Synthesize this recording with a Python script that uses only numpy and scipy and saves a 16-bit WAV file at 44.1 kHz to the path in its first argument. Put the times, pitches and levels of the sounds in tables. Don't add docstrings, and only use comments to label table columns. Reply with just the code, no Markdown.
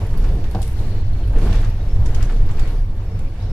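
import sys
import numpy as np
from scipy import signal
from scipy.fft import rfft, irfft
from scipy.io import wavfile
from scipy.ndimage import uniform_filter1d

SR = 44100
rng = np.random.default_rng(int(sys.argv[2]) if len(sys.argv) > 2 else 0)


def dump_mix(stems):
    frames = np.atleast_2d(stems).T
    limited = np.clip(frames, -1, 1)
    pcm = np.round(limited * 32767).astype(np.int16)
    wavfile.write(sys.argv[1], SR, pcm)


N = 155232

# time in seconds, floor panel in dB, engine drone in dB.
DRONE_LEVELS = [(0.0, -27, -15), (0.06, -21, -27.5), (1.04, -25, -23), (1.37, -15, -29), (1.4, -47, -24.5),
                (1.46, -15, -21), (1.75, -32, -25.5), (1.93, -17, -28.5), (2.0, -19, -19.5),
                (2.23, -20, -24), (2.34, -50, -34), (2.43, -24, -24), (3.24, -25.5, -31),
                (3.52, -24, -27.5)]
# time in seconds, then rumble, roar, hiss and top of the hiss in dB.
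ROAD_LEVELS = [(0.0, -40, -42.5, -51.5, -60), (0.13, -37, -47.5, -58.5, -66),
               (0.33, -35.5, -51, -60, -66.5), (0.52, -38.5, -46.5, -58, -65),
               (0.7, -40.5, -45, -55.5, -57), (0.94, -38.5, -50.5, -57, -71), (1.11, -42.5, -49, -59, -76),
               (1.32, -39, -49.5, -58.5, -68), (1.44, -32, -44.5, -54, -63), (1.55, -35, -41.5, -49, -67),
               (1.69, -40, -47, -54.5, -65), (1.78, -41, -48, -58, -71.5), (2.0, -38, -48, -58.5, -66.5),
               (2.19, -39, -41.5, -55, -65), (2.33, -35.5, -51.5, -55, -68), (2.5, -40, -45, -58.5, -73),
               (2.73, -42, -48, -59, -66), (2.99, -44, -51, -65, -73.5), (3.22, -42.5, -50.5, -62, -71.5),
               (3.52, -41, -50.5, -59.5, -78)]
# frequency in Hz, relative noise density in dB.
CABIN_SPECTRUM = [(76, -36), (130, 10), (169, 2), (227, -3), (440, -7.5), (537, -20.5), (582, -12),
                  (833, -20.5), (1370, -34), (4040, -49), (7970, -55), (11900, -49), (15400, -51)]
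# frequency in Hz, side relative to mid in dB.
STEREO_WIDTH = [(100, -12), (250, -24.5), (500, -16.5), (1000, -8), (2000, 0), (15000, 0.5)]
# start and length in seconds, level in dB, centre and width in Hz.
BUZZES_AND_WHISTLES = [(.18, .055, -62, 11400, 400), (.635, .1, -57, 10000, 7000),
                       (.76, .5, -61, 4200, 400), (1.225, .025, -57, 3100, 150), (1.348, .05, -36, 420, 90),
                       (1.372, .05, -65, 11000, 300), (1.81, .025, -59, 3840, 100),
                       (1.888, .075, -61, 5400, 70), (2.148, .02, -53, 4950, 250),
                       (2.235, .03, -56, 6100, 200), (2.605, .04, -55, 4500, 300),
                       (2.68, .03, -56, 4200, 400), (2.78, .025, -60, 4800, 400),
                       (3.06, .13, -66, 5300, 200), (3.21, .08, -60, 2400, 700), (3.4, .11, -59, 3880, 500),
                       (3.42, .1, -61, 5100, 600)]
# start in seconds, level in dB, centre and width in Hz.
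TRIM_TICKS = [(0.015, -52, 11000, 3000), (.066, -47, 11600, 4000), (.13, -51, 8500, 3000),
              (0.174, -39, 11800, 4000), (0.241, -42, 4700, 2500), (0.288, -43, 4640, 1500),
              (0.4406, -37, 2800, 2980), (.511, -40, 11100, 7050), (0.548, -35.5, 3900, 2600),
              (.617, -32.5, 9450, 5030), (0.627, -33, 7660, 7100), (0.676, -39, 10500, 6000),
              (.72, -55, 8950, 7000), (.80, -50, 12000, 5000), (.95, -54, 13000, 4000),
              (1.276, -46, 10600, 4000), (.79, -42, 4080, 1500), (1.385, -42, 7000, 7000),
              (1.528, -31.5, 3000, 4000), (1.555, -38.5, 6250, 5000), (1.6466, -40, 4970, 5030),
              (2.059, -34.5, 5700, 5000), (2.146, -32.5, 5490, 6040), (2.2251, -32, 6200, 5960),
              (2.32, -46.5, 6000, 6000), (2.463, -48, 11800, 2500), (2.489, -43, 4000, 3000),
              (2.512, -43, 7000, 5000), (2.57, -42, 4000, 3000), (2.594, -34, 4600, 6950),
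              (2.674, -43.5, 6500, 7000), (2.68, -50, 11500, 4000), (3.191, -45, 7100, 9100)]
# start in seconds, level in dB, centre and width in Hz.
PANEL_KNOCKS = [(.01, -28, 500, 600), (.13, -35, 1000, 1200), (.235, -31, 880, 1500), (.29, -32, 350, 395),
                (.44, -38.5, 1200, 1500), (.795, -29, 348, 398), (1.30, -26, 300, 350),
                (1.33, -31.5, 600, 900), (1.348, -20.5, 300, 298), (1.355, -34.5, 1500, 1800),
                (1.38, -34, 700, 1500), (1.41, -34, 1400, 1800), (1.45, -31, 1190, 1500),
                (1.527, -30, 1090, 1510), (1.62, -30.5, 1180, 1520), (2.02, -33, 390, 503),
                (2.20, -31.5, 1370, 1500), (2.29, -29, 1040, 1430), (2.488, -31.5, 834, 1190),
                (2.575, -34, 1480, 1500), (2.65, -38, 1850, 1500)]
# start in seconds, level in dB.
CLUNK_BLOWS = [(0.5463, -23), (.555, -20), (0.566, -22), (.577, -30.5), (.588, -28.5), (.61, -31)]
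# frequency in Hz, relative level in dB, seconds to fade by 60 dB.
PART_MODES = [(195, 2, 0.094), (320, -1, 0.077), (485, 2, 0.043), (617, -2, 0.065), (753, 2.5, 0.052),
              (803, -2.5, 0.081), (924, -2, 0.038), (1090, -1, 0.017), (1530, -10, 0.031)]
# time in seconds, wheel hop in dB, body boom in dB.
SHAKE_LEVELS = [(0.0, -41, -27), (0.08, -18, -32), (0.16, -14, -16), (0.26, -30, -13), (0.44, -13, -26),
                (0.56, -27, -21), (0.74, -20, -28), (1.17, -21, -21), (1.28, -23, -30), (1.37, -19, -11),
                (1.85, -28, -18), (1.99, -10, -17), (2.26, -17, -17), (2.32, -29, -18), (2.42, -15, -12),
                (2.46, -12, -27), (2.59, -13, -27), (2.62, -14, -15), (2.82, -36, -18), (2.92, -18, -25),
                (3.16, -38, -25), (3.26, -22, -16), (3.39, -36, -31), (3.52, -31, -18)]

ROAD_HZ = (280, 1300, 4600, 10600)


def undb(db):
    return 10 ** (np.asarray(db) / 20)


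def unit(x):
    return x / np.sqrt(np.mean(x ** 2))


def curve(table, column):
    rows = np.array(table)
    return np.interp(np.arange(N) / SR, rows[:, 0], rows[:, column])


def over_hz(table, hz):
    rows = np.array(table)
    return np.interp(np.log(hz), np.log(rows[:, 0]), rows[:, 1])


def band(x, hz, width_hz):
    f = np.fft.rfftfreq(x.shape[-1], 1 / SR) + 1e-3
    return irfft(rfft(x) / (1 + ((f - hz ** 2 / f) / width_hz) ** 2), x.shape[-1])


def walk(per_s):
    hold = int(SR / per_s)
    steps = np.repeat(rng.standard_normal(N // hold + 1), hold)
    return unit(uniform_filter1d(uniform_filter1d(steps, hold), hold)[:N])


def spread(mid, side, hz):
    width = undb(over_hz(STEREO_WIDTH, hz))
    return np.array([mid + width * side, mid - width * side])


def bursts(table, envelope):
    out = np.zeros((2, N + SR))
    for start, db, hz, width_hz in table:
        pair = band(rng.standard_normal((2, len(envelope))), hz, width_hz) * envelope
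        pair *= np.sqrt(np.mean(envelope ** 2)) / np.std(pair, axis=1, keepdims=True)
        mid, side = pair * undb(db) / 2
        at = int(start * SR)
        out[:, at:at + len(envelope)] += spread(mid, side, hz)
    return out[:, :N]


def engine_drone(firing_hz=99.83, jitter=0.0374, scatter_db=8.5, cavity_hz=95, width_hz=36.7):
    timing, strength = rng.standard_normal((N // 200, 2)).T
    at = np.cumsum(SR / firing_hz * (1 + jitter * timing)).astype(int)
    pulses = np.zeros(N)
    pulses[at[at < N]] = undb(scatter_db * strength)[at < N]
    fired = unit(band(pulses, cavity_hz, width_hz))
    road_driven = unit(band(rng.standard_normal(N), cavity_hz, width_hz))
    return undb(curve(DRONE_LEVELS, 2)) * unit(fired + undb(0.5) * road_driven)


def floor_panel():
    return undb(curve(DRONE_LEVELS, 1)) * unit(band(rng.standard_normal(N), hz=49.8, width_hz=30))


def road_noise(shared_db=1.5, flicker_db=1, treble_flicker_db=2.5):
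    centres = 140 * 2 ** (np.arange(21) / 3)
    weights = undb(over_hz(CABIN_SPECTRUM, centres)) * np.sqrt(centres)
    nearest = np.argmin(abs(np.log(centres[:, None] / np.array(ROAD_HZ))), axis=1)
    levels = [curve(ROAD_LEVELS, k + 1) - 10 * np.log10(np.sum(weights[nearest == k] ** 2))
              for k in range(4)]
    noise = rng.standard_normal((2, N))
    out, shared = 0, shared_db * walk(per_s=12.82)
    for hz, weight in zip(centres, weights):
        position = np.interp(np.log(hz), np.log(ROAD_HZ), range(4))
        low = min(int(position), 2)
        db = levels[low] + (position - low) * (levels[low + 1] - levels[low])
        db += treble_flicker_db * position / 3 * walk(per_s=60)
        db += shared + flicker_db * walk(per_s=20)
        mid, side = unit(band(noise, hz, hz / 5)) * weight * undb(db)
        out += spread(mid, side, hz)
    return out


def trim_chatter(per_s=2200, scatter_db=3.5, above_hiss_db=-3.5):
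    count, hiss_hz = int(per_s * N / SR), ROAD_HZ[2]
    onset, pitch, phase = rng.random((count, 3)).T
    strength, place = rng.standard_normal((count, 2)).T
    hz = 1500 * 9 ** pitch
    size = undb(over_hz(CABIN_SPECTRUM, hz) + scatter_db * strength) * np.sqrt(hz)
    t = np.arange(SR // 40)[:, None] / SR
    decay_s = 8 * np.sqrt(hz / hiss_hz) / hz
    envelope = size * t / decay_s * np.exp(-t / decay_s)
    angle = 2 * np.pi * (hz * t + phase)
    rings = spread(envelope * np.sin(angle), envelope * np.sin(angle + 2 * place), hz)
    samples = ((onset * N).astype(int) + np.arange(len(t))[:, None]).ravel()
    out = np.array([np.bincount(samples, channel.ravel(), N + len(t))[:N] for channel in rings])
    treble = band(out, hiss_hz, hiss_hz)
    return out / np.std(treble) * undb(above_hiss_db + curve(ROAD_LEVELS, 3))


def buzzes_and_whistles(edge_s=0.006, flicker_db=3):
    out, t = 0, np.arange(N) / SR
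    flicker = undb(flicker_db * walk(per_s=70))
    for start, length, db, hz, width_hz in BUZZES_AND_WHISTLES:
        gate = np.clip(np.minimum(t - start, start + length - t) / edge_s + 0.5, 0, 1)
        pair = band(rng.standard_normal((2, N)), hz, width_hz) * flicker
        mid, side = pair / np.std(pair[:, gate > 0], axis=1, keepdims=True) * gate * undb(db)
        out += spread(mid, side, hz)
    return out


def trim_ticks(rise_s=0.00087, decay_s=0.0047, tail_db=-11.5, tail_t60_s=0.29, ring_t60_s=0.1):
    t = np.arange(SR // 3) / SR
    rise = np.minimum(t / rise_s, 1)
    tick_envelope = rise * (np.exp(-t / decay_s) + undb(tail_db - 60 * t / tail_t60_s))
    ring_envelope = rise * undb(-60 * t / ring_t60_s)
    panels = [(start, db - 3, 0.4 * hz, 0.4 * width_hz) for start, db, hz, width_hz in TRIM_TICKS]
    rings = [(start, db - 15, hz + offset * width_hz, 250)
             for start, db, hz, width_hz in TRIM_TICKS for offset in rng.random(3) - 0.5]
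    return bursts(TRIM_TICKS + panels, tick_envelope) + bursts(rings, ring_envelope)


def panel_knocks(rise_s=0.0091, t60_s=0.26):
    t = np.arange(SR // 3) / SR
    return bursts(PANEL_KNOCKS, np.minimum(t / rise_s, 1) * undb(-60 * t / t60_s))


def clunk(rise_s=0.0015, scatter_db=2.5, side_db=-13.5):
    out, t = np.zeros((2, N)), np.arange(SR // 4) / SR
    rise = np.minimum(t / rise_s, 1)
    for start, db in CLUNK_BLOWS:
        at = int(start * SR)
        for hz, mode_db, t60_s in PART_MODES:
            detune, strength = rng.standard_normal(2)
            angle = 2 * np.pi * (hz * (1 + 0.02 * detune) * t + rng.random())
            pair = np.sin(angle) + undb(side_db) * np.outer([1, -1], np.cos(angle))
            envelope = rise * undb(db + mode_db + scatter_db * strength - 60 * t / t60_s)
            out[:, at:at + len(t)] += envelope * pair / 2
    return out


def hop_and_boom(hop_hz=12.5, boom_hz=25.5, waver=0.1, noise_db=-7.5):
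    out = 0
    for column, hz in ((1, hop_hz), (2, boom_hz)):
        cycles = np.cumsum(hz * (1 + waver * walk(per_s=6.8))) / SR
        swing = unit(np.sin(2 * np.pi * (cycles + rng.random())))
        noise = unit(band(rng.standard_normal(N), 1.144 * hz, hz / 2))
        out += undb(curve(SHAKE_LEVELS, column)) * unit(swing + undb(noise_db) * noise)
    return out


def scene(balance_db=0.45, right_lag_s=0.00008):
    bass = hop_and_boom() + engine_drone() + floor_panel()
    late = np.interp(np.arange(N) - right_lag_s * SR, np.arange(N), bass)
    bass_pair = np.array([bass * undb(-balance_db / 2), late * undb(balance_db / 2)])
    return (bass_pair + road_noise() + trim_chatter() + buzzes_and_whistles()
            + trim_ticks() + panel_knocks() + clunk())


def record(dry, edge_s=0.003, roll_off_hz=13000, cut_hz=15450):
    t = np.arange(N) / SR
    fade = np.sin(np.pi / 2 * np.minimum(np.minimum(t, t[::-1]) / edge_s, 1)) ** 2
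    soft = signal.sosfilt(signal.butter(3, roll_off_hz, fs=SR, output="sos"), dry * fade)
    return signal.sosfilt(signal.ellip(10, 0.2, 90, cut_hz, fs=SR, output="sos"), soft)


dry = scene()
out = record(dry)
dump_mix(out)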